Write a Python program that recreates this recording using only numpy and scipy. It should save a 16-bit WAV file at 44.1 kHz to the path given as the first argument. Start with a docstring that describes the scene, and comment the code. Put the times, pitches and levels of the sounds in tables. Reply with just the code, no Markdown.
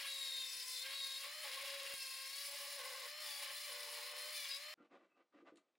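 """A small cordless rotary tool widens a hole in a metal bracket clamped in a vice, close to the microphones.
From 0 s: one shaft speed drives tonal motor whine, fan noise, rasping chips, bracket chatter and squeals.
The motor sags under load; the burr lifts briefly at times; the grinding ends abruptly at 4.74 s.
Then, very quietly, sleeve and glove brush over a bench drill: filtered grit, knocks, faint squeaks, small ticks.
Quiet workshop air, shaped noise, lies under everything."""
import sys
import numpy as np
from scipy import signal
from scipy.fft import rfft, irfft
from scipy.io import wavfile

SR = 44100
rng = np.random.default_rng(int(sys.argv[2]) if len(sys.argv) > 2 else 0)


def generate_wav(sig):
    """Save sig (samples, or channels by samples) to the path in sys.argv[1] as 16-bit PCM at SR."""
    pcm = np.round(np.clip(np.atleast_2d(sig).T, -1, 1) * 32767).astype(np.int16)
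    wavfile.write(sys.argv[1], SR, pcm)


N = 254898
T = np.arange(N) / SR
HZ = np.fft.rfftfreq(N, 1 / SR)
USUAL_HZ = 560  # reference shaft speed


def gain_of(db):
    """Decibels to amplitude."""
    return 10 ** (np.asarray(db) / 20)


def evened(x):
    """Scales to rms 1."""
    return x / np.sqrt(np.mean(x ** 2) + 1e-20)


def curves(rows):
    """Table columns, joined by straight lines in time."""
    s, *columns = np.transpose(rows)
    return [np.interp(T, s, c) for c in columns]


def shape(points):
    """Gain at every frequency from (f/Hz, level/dB) points."""
    hz, db = np.transpose(points)
    return gain_of(np.interp(np.log(HZ + 1), np.log(hz + 1), db))


def colour(x, gain):
    """Filters by a gain for every frequency."""
    return irfft(rfft(x) * gain, N)


def above(hz, order=8):
    """Gain of a steep high-pass."""
    ratio = (HZ / hz) ** order
    return ratio / np.sqrt(1 + ratio ** 2)


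def mode(hz, width):
    """Response of one resonance, gain 1 at its top."""
    return 1j * HZ * width / (hz ** 2 - HZ ** 2 + 1j * HZ * width)


def noise():
    """White noise of nominal rms 1."""
    return rng.standard_normal(N)


def wander(hz):
    """Slow chance of rms 1, up to about hz changes a second."""
    return evened(colour(noise(), 1 / (1 + (HZ / hz) ** 2)))


def swell(start, end, fade):
    """A window in time with soft edges."""
    return np.sin(np.pi / 2 * np.clip(np.minimum(T - start, end - T) / fade, 0, 1))


def dying(start, decay_s):
    """A sudden start and an exponential decay."""
    return (T >= start) * np.exp(-np.maximum(T - start, 0) / decay_s)


def grit(per_s, spread_db):
    """Tiny random impulses of very unequal size, rms 1."""
    size = gain_of(spread_db * np.minimum(rng.exponential(1, N), 4))
    return evened(np.sign(noise()) * size * (rng.random(N) < per_s / SR))


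def echoes(t60):
    """Response of sparse, dying reflections of energy 1."""
    taps = noise() * (rng.random(N) < 2000 / SR) * gain_of(-60 * T / t60)
    return rfft(taps / np.linalg.norm(taps))


def partial(turns, multiple, rough, width_hz):
    """One multiple of a rotation; the rough share of its power is smeared by uneven contact."""
    angle = 2 * np.pi * (multiple * turns + rng.random())
    rough = np.clip(rough, 0, 1)
    smeared = wander(width_hz) * np.cos(angle) + wander(width_hz) * np.sin(angle)
    return np.sqrt(2 * (1 - rough)) * np.cos(angle) + np.sqrt(rough) * smeared


# workshop air, relative spectrum: f/Hz, density/dB per Hz
AIR = [(60, -30), (280, -6.5), (600, -4), (1300, -13.5), (4000, -17.5), (9000, -25.5), (12000, -49.5)]


def air():
    """Steady shaped noise, the quiet air of the workshop."""
    return gain_of(-91.5) * evened(colour(noise(), shape(AIR)))


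# abrupt pops: t/s, peak level/dB
POPS = [(1.94, -41), (4.74, -77)]


def pops():
    """Single one-sided pulses, each a step up and a very fast decay."""
    return sum(gain_of(db) * dying(s, decay_s=0.00018) for s, db in POPS)


# small metal ticks: t/s, approximate peak level/dB, low-pass f/Hz
TICKS = [(5.558, -59, 14000), (5.571, -53.5, 14000), (5.577, -66, 14000), (5.684, -76, 3490),
         (5.753, -70, 3940)]
# tick spectrum before low-pass: f/Hz, relative level/dB
TICK = [(600, -22), (1100, -12), (2100, 1), (4000, 3), (5300, -7), (8800, 1), (12000, -25), (15000, -60)]


def ticks():
    """Short decaying noise cracks, some bright and some dull."""
    out = 0
    for s, db, top_hz in TICKS:
        crack = evened(colour(noise(), shape(TICK) * (1 - above(top_hz, order=4))))
        out = out + gain_of(db - 12.5) * dying(s, decay_s=0.0051) * crack  # rms below peak
    return out


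# strokes of sleeve and glove: start t/s, length/s, level/dB
STROKES = [(4.767, 0.12, -76), (4.896, 0.092, -67.5), (4.962, 0.12, -76), (5.068, 0.1, -86.5),
           (5.147, 0.093, -76.5), (5.317, 0.12, -72.5), (5.444, 0.072, -65.5), (5.56, 0.044, -73.5)]
STROKE_RISE_S, STROKE_FALL_S, SETTLE_DB, SETTLE_S, FOLDS_DB = 0.03, 0.03, -16, 0.092, -3
# soft knocks of the arm against the drill: t/s, level/dB before the rise and decay
KNOCKS = [(4.774, -68), (4.8, -65.5), (5.346, -61.5), (5.417, -58.5), (5.519, -60.5), (5.534, -69),
          (5.561, -75)]
KNOCK_RISE_S, KNOCK_DECAY_S = 0.0065, 0.019


def handling_levels():
    """Strokes rise, fade and let the cloth settle; folds bump along with them and at each knock."""
    power = 0
    for s, length, db in STROKES:
        stroke = np.clip(np.minimum((T - s) / STROKE_RISE_S, (s + length - T) / STROKE_FALL_S), 0, 1)
        settling = gain_of(SETTLE_DB) * dying(s + length / 2, SETTLE_S)
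        power = power + (gain_of(db) * (stroke + settling)) ** 2
    knocks = sum(gain_of(db) * np.clip((T - s) / KNOCK_RISE_S, 0, 1) * dying(s, KNOCK_DECAY_S)
                 for s, db in KNOCKS)
    brushing = np.sqrt(power)
    return brushing, np.hypot(gain_of(FOLDS_DB) * brushing, knocks)


# feed lever squeaks: start t/s, end t/s, f/Hz, level/dB
SQUEAKS = [(4.771, 4.861, 1397, -79.5), (5.1, 5.167, 2630, -87)]


def lever_squeaks():
    """Faint squeaks of the feed lever: single tones, almost wholly smeared."""
    return sum(gain_of(db) * swell(start, end, fade=.025)
               * partial(hz * T, 0.99, rough=0.94, width_hz=48)  # sounds at 0.99 of the listed f
               for start, end, hz, db in SQUEAKS)


# cloth brushing spectrum: f/Hz, relative level/dB
BRUSH = [(250, -40), (560, 3), (900, -9), (1220, -12), (2700, -13), (4500, -26), (9000, -41), (13000, -72)]
# fold bump spectrum: f/Hz, relative level/dB
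BUMP = [(60, -56), (130, -22), (275, 5), (400, -1), (600, -11), (1200, -58)]


def sleeve():
    """Cloth fibres catch and slip as grit through drill-head modes; folds bump softly, the lever squeaks."""
    brushing, bumping = handling_levels()
    housing = 1 + 3.5 * mode(1220, 70) + 0.99 * mode(1500, 80) + mode(2030, 90)
    brush = brushing * evened(colour(grit(per_s=2500, spread_db=1.0), shape(BRUSH) * housing))
    bump = bumping * evened(colour(grit(per_s=540, spread_db=1.0), shape(BUMP)))
    return (brush + bump + lever_squeaks()) * (T > 4.774)


# workshop reflections: f/Hz, level/dB re direct sound (mid adds 2 dB)
WIDTH = [(300, -31), (600, -36.5), (1100, -12.5), (2200, -10), (4500, -10), (8000, -14.5), (12000, -35)]


def bench(x):
    """The workshop answers each microphone differently; the bracket beams its upper middle to the left."""
    x = colour(x, above(150, order=3))  # small parts radiate no bass
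    mid = x + colour(x, gain_of(2.0) * echoes(t60=0.35) * shape(WIDTH))
    side = colour(x, echoes(t60=0.6) * shape(WIDTH) + .17 * mode(4300, 1200).real)
    return np.array([mid + side, mid - side])


# shaft speed, sagging under hand pressure, recovering on lift: t/s, f/Hz
SPEED = [(0, 558.2), (.51, 518.6), (.79, 510.3), (.93, 556.8), (1.05, 538.4), (1.16, 535.3), (1.34, 595.3),
         (1.43, 608.2), (1.52, 560), (1.92, 551.3), (2.01, 534), (2.28, 534), (2.4, 565.9), (3.03, 572),
         (3.21, 606.6), (3.36, 564.4), (3.51, 586), (4.05, 584.7), (4.31, 603), (4.55, 547), (4.62, 587.7),
         (4.73, 609)]


def shaft_speed():
    """Shaft speed in Hz with a slight random waver."""
    return curves(SPEED)[0] * (1 + .002 * wander(25))


# free-running motor: multiple of shaft speed, mean level/dB at 600 Hz
MOTOR = [(3, -68.5), (4, -81), (5, -73.5), (7, -64), (9, -65.5), (12, -73), (15, -77), (21, -78)]
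# bearing, between whole multiples: multiple of shaft speed, level/dB at 600 Hz
BEARING = [(2.11, -71.5), (5.11, -63.5), (7.11, -65)]
# cooling fan spectrum: f/Hz, relative density/dB per Hz
FAN = [(100, -44), (250, -34.5), (450, -28.5), (700, -13.5), (1400, -12.5), (2000, 1.5), (4300, -9.5),
       (5500, -19), (15500, -17.5)]
FAN_DB = -56.5  # at 600 Hz
WHINE_DB_PER_HZ, WHINE_ROUGH, WHINE_CLEARS_PER_HZ = 0.11, 0.49, 0.011  # louder, cleaner with speed


def motor(turns, speed, hum_db):
    """The unbalanced shaft hums with its octave; commutator and bearing whine, the fan blows with speed^4."""
    hum = gain_of(hum_db - 5.0) * partial(turns, 1, rough=0.17, width_hz=16)
    octave = gain_of(-72.0 + 5.9 * np.tanh(wander(5.0))) * partial(turns, 2, rough=0.051, width_hz=5.8)
    whine_rough = WHINE_ROUGH - WHINE_CLEARS_PER_HZ * (speed - USUAL_HZ)
    commutator = sum(gain_of(db + 3.2 * np.tanh(wander(5.7)))
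                     * partial(turns, round(k), whine_rough, width_hz=12 * k) for k, db in MOTOR)
    bearing = sum(gain_of(db) * partial(turns, k, whine_rough, width_hz=35) for k, db in BEARING)
    whine = (commutator + bearing) * gain_of(WHINE_DB_PER_HZ * (speed - 600.0))
    fan = gain_of(FAN_DB) * evened(colour(noise(), shape(FAN)))
    return hum + octave + whine + fan * (speed / 600) ** 4


# chatter bouts, burr bouncing round the hole: start t/s, end t/s, nominal knock level/dB,
# hum level/dB (motor takes off 5), coarse scrape level/dB, bounces per turn
BOUTS = [(-.04, 0.107, -70, -84.5, -51, 1), (0.821, 0.968, -72.5, -64, -51.5, 0.84),
         (1.209, 1.302, -64, -58.5, -52.5, 0.91), (1.423, 1.619, -62.5, -66.5, -53, 0.91),
         (1.581, 1.956, -65.5, -53, -53, 0.94), (2.468, 2.802, -65.5, -59, -64.5, 1.0),
         (2.758, 3.1, -62, -63.5, -69, 0.9), (3.208, 3.323, -72.5, -69, -56.5, .9),
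         (3.392, 3.552, -65, -70, -53.5, 0.96), (3.659, 4.32, -64, -59, -68, .83),
         (4.414, 4.569, -73.5, -64.5, -57.5, 0.99)]
BOUT_FADE_S, EVEN_BOUNCES = .04, 1
# between bouts: (nominal dB at usual speed, dB per Hz of sag)
CALM_KNOCK, CALM_HUM, CALM_SCRAPE = (-75, -0.09), (-65.5, -0.11), (-60, -0.012)


def shaking(sag_hz):
    """Hum, knock and scrape in dB, and bounces per turn: calm under pressure, bouts add in power."""
    knock, hum, scrape = (gain_of(db + per_hz * sag_hz)
                          for db, per_hz in (CALM_KNOCK, CALM_HUM, CALM_SCRAPE))
    per_turn = EVEN_BOUNCES
    for start, end, knock_db, hum_db, scrape_db, bounces_per_turn in BOUTS:
        on = swell(start, end, BOUT_FADE_S)
        knock = np.hypot(knock, on * gain_of(knock_db))
        hum = np.hypot(hum, on * gain_of(hum_db))
        scrape = np.hypot(scrape, on * gain_of(scrape_db))
        per_turn = per_turn + on * (bounces_per_turn - per_turn)
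    return 20 * np.log10([hum, knock, scrape]), per_turn


def bounces(mean_rate):
    """The burr strikes the hole's wall about once a turn; the rate wavers, strong and weak blows alternate."""
    rate = mean_rate * (1 + .036 * wander(14) + .032 * wander(130))
    count = np.floor(np.cumsum(rate) / SR)
    alternation = 1 + .35 * np.tanh(wander(12)) * (-1) ** count
    force = gain_of(1.8 * noise() + 2.2 * wander(60)) * alternation
    return (np.diff(count, prepend=0) > 0) * force


# clamped bracket modes: f/Hz, width/Hz, relative level/dB
BRACKET = [(576, 170, -16.5), (677, 150, -5), (846, 30, 4.5), (1073.6, 7.4, 2.5), (1487, 140, -9.5),
           (2000, 96, -4), (3640, 160, -10.5)]


def chatter(hits, knock_db):
    """Bounces ring the bracket modes, less so when chatter is weak; scraping noise rings one broad mode."""
    body = sum(gain_of(db) * mode(hz, width) for hz, width, db in BRACKET)
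    bouncing = 1 / (1 + gain_of(2 * (-65.0 - knock_db)))
    knocks = gain_of(8.5) * bouncing * evened(colour(hits, body * above(330)))
    ringing = gain_of(-1.5) * evened(colour(noise(), mode(1085.3, 79) ** 2))
    return gain_of(knock_db) * (knocks + ringing)


# squeals: start t/s, end t/s, multiple of shaft speed (rounded to halves), level/dB,
# second multiple (rounded to wholes), level/dB, left minus right/dB
SQUEALS = [(0.065, 0.489, 7, -48, 8, -55.5, 2.5), (0.443, 0.829, 10, -56.5, 15, -62.5, 5),
           (0.455, 0.747, 8, -65.5, 7, -72, 8), (0.715, 0.853, 7, -53, 8, -51.5, 4),
           (0.915, 1.205, 7, -49, 8, -56, 2.5), (1.964, 2.323, 8, -59.5, 10, -61, 6.5),
           (1.976, 2.28, 5, -58.5, 4, -67.5, -1), (2.263, 2.46, 7, -60.5, 8, -63.5, 8),
           (3.223, 3.431, 8, -57.5, 6, -59, 7), (3.234, 3.468, 1.5, -66.5, 4, -65, -1.5),
           (4.332, 4.48, 4, -54.5, 6, -55.5, 3), (4.327, 4.487, 8, -64, 9, -71, 9),
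           (4.485, 4.587, 7, -50.5, 9, -52, 6)]
SQUEAL_OCTAVE_DB, SIDEBAND_DB, SIDEBAND_DB_PER_STEP = -15.5, -69.5, -1


def squeals(turns):
    """Stick-slip locks onto rotation: two fluttering tones in rough skirts, octave, sidebands a turn apart."""
    out = np.zeros((2, N))
    for start, end, multiple, db, second, second_db, pan_db in SQUEALS:
        k, k2 = round(2 * multiple) / 2, round(second)
        tones = 0
        for m, level in ((k, db), (k2, second_db)):
            core = .8 * partial(turns, m, rough=.15, width_hz=40)
            skirt = .6 * partial(turns, m, rough=1, width_hz=130)
            tones = tones + gain_of(level) * (core + skirt)
        octave = gain_of(db + SQUEAL_OCTAVE_DB) * partial(turns, 2 * k, rough=0.54, width_hz=53)
        once_a_turn = sum(2 * gain_of(SIDEBAND_DB + SIDEBAND_DB_PER_STEP * step)
                          * np.cos(2 * np.pi * (step * turns + rng.random()))
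                          for step in range(1, 4) if k - step > 2)
        sidebands = once_a_turn * partial(turns, k, rough=0.24, width_hz=22)
        pan = gain_of([[pan_db / 2], [-pan_db / 2]])
        out += (tones + octave + sidebands) * swell(start, end, fade=0.039) * pan
    return colour(out, above(400, order=3))


# bite of the teeth, as fine-chip level before lifts: t/s, nominal level/dB
BITE = [(0.0, -54), (.45, -56), (.7, -51), (.9, -56), (1.5, -54.5), (1.9, -55.5), (1.97, -51.5),
        (2.25, -55), (2.42, -52.5), (3.05, -56.5), (3.25, -53), (4.25, -55), (4.4, -53), (4.73, -61.5)]
USUAL_BITE_DB = -55
# burr off the metal: start t/s, end t/s, drop of the fine chips/dB
LIFTS = [(1.255, 1.428, 4.5), (2.79, 2.851, 5), (3.089, 3.223, 9), (3.449, 3.531, 5.5),
         (4.104, 4.176, 10.5), (4.57, 4.804, 6.5)]
LIFT_FADE_S = 0.037
SCRAPE_OF_LIFT, RASP_OF_LIFT = 0.88, 0.68  # shares of a lift's drop
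RASP_DB, RASP_OF_BITE, RASP_DB_PER_HZ = -55, 0.3, 0.013  # usual level, share of bite, rise with sag


def cut_levels(sag_hz, scrape_db):
    """Scrape, rasp and fizz in dB: pressure and bite add rasp; all three drop when the burr lifts."""
    bite_db = curves(BITE)[0]
    lift_db = sum(db * swell(start, end, LIFT_FADE_S) ** 2 for start, end, db in LIFTS)
    rasp_db = RASP_DB + RASP_OF_BITE * (bite_db - USUAL_BITE_DB) + RASP_DB_PER_HZ * sag_hz
    tremor_db = 1.0 * wander(29)  # the hand is never quite steady
    levels_db = [scrape_db - SCRAPE_OF_LIFT * lift_db, rasp_db - RASP_OF_LIFT * lift_db, bite_db - lift_db]
    return np.array(levels_db) + tremor_db


# scraping spectrum: f/Hz, relative level/dB
SCRAPE = [(700, -3.5), (1400, -11), (2000, -3), (3750, -4), (5130, -1), (6000, -9.5), (8500, -8.5),
          (10500, -15.5), (12600, -18.5), (14300, -16), (15700, -10.5)]
# burr and shank modes: f/Hz, width/Hz, relative level/dB
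SHANK = [(7480, 210, -7.5), (9696, 400, -0.5), (9740, 54, 1), (11420, 400, -8)]


def cutting(turns, hits, knock_db, scrape_db, rasp_db, fizz_db):
    """Teeth tear off chips in a pattern partly repeating each turn; a bouncing burr cuts in bursts."""
    loose = np.clip((knock_db + 76.0) / 22, 0, .55)
    bursts = evened(signal.lfilter([1], [1, -np.exp(-1 / (0.00042 * SR))], np.sign(hits)))
    contact = np.sqrt(1 - loose + loose * bursts ** 2) * gain_of(np.tanh(wander(47)))
    # each multiple comes and goes as the burr finds new edges
    teeth = evened(sum(partial(turns, k, rough=.9, width_hz=22 + 4 * k) * gain_of(3 * np.tanh(wander(5)))
                       for k in range(2, 28)))
    chips = grit(per_s=30000, spread_db=2.1)
    regular = .42 - .45 * loose
    tearing = np.sqrt(1 - regular) * chips + np.sqrt(regular) * teeth
    drive = colour(tearing * contact, shape(SCRAPE))
    scrape = evened(colour(drive, above(1200, order=4) * (1 - above(4230))))
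    rasp = evened(colour(drive, above(3780) * (1 - above(8500))))
    fizz = evened(colour(drive, above(9640)))
    rings = sum(gain_of(db) * mode(hz, width) ** 2 for hz, width, db in SHANK)
    shank = evened(colour(grit(per_s=18000, spread_db=6.0) * contact, rings))
    return (gain_of(scrape_db) * scrape + gain_of(rasp_db) * rasp
            + gain_of(fizz_db - 0.5) * fizz + gain_of(fizz_db - 3.5) * shank)


STOP_S = 4.741


def scene():
    """One shaft speed drives motor, cut, chatter and squeals; quiet handling follows."""
    speed = shaft_speed()
    sag_hz = USUAL_HZ - speed
    (hum_db, knock_db, scrape_db), per_turn = shaking(sag_hz)
    turns = np.cumsum(speed) / SR
    hits = bounces(speed * per_turn)
    cut = cutting(turns, hits, knock_db, *cut_levels(sag_hz, scrape_db))
    tool = motor(turns, speed, hum_db) + cut + chatter(hits, knock_db)
    running = np.clip((STOP_S - T) / .001, 0, 1)
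    grinding = (bench(tool) + squeals(turns)) * running
    handling = colour(sleeve() + ticks(), 1 + gain_of(-4.0) * echoes(t60=0.2))
    return grinding + handling + air() + pops()


EDGE_HZ = 15850


def record(dry):
    """Band limit: a steep linear-phase low-pass."""
    low_pass = signal.firwin(511, EDGE_HZ, window=("kaiser", 9), fs=SR)
    return signal.oaconvolve(dry, low_pass[None], "same")


dry = scene()
out = record(dry)
generate_wav(out)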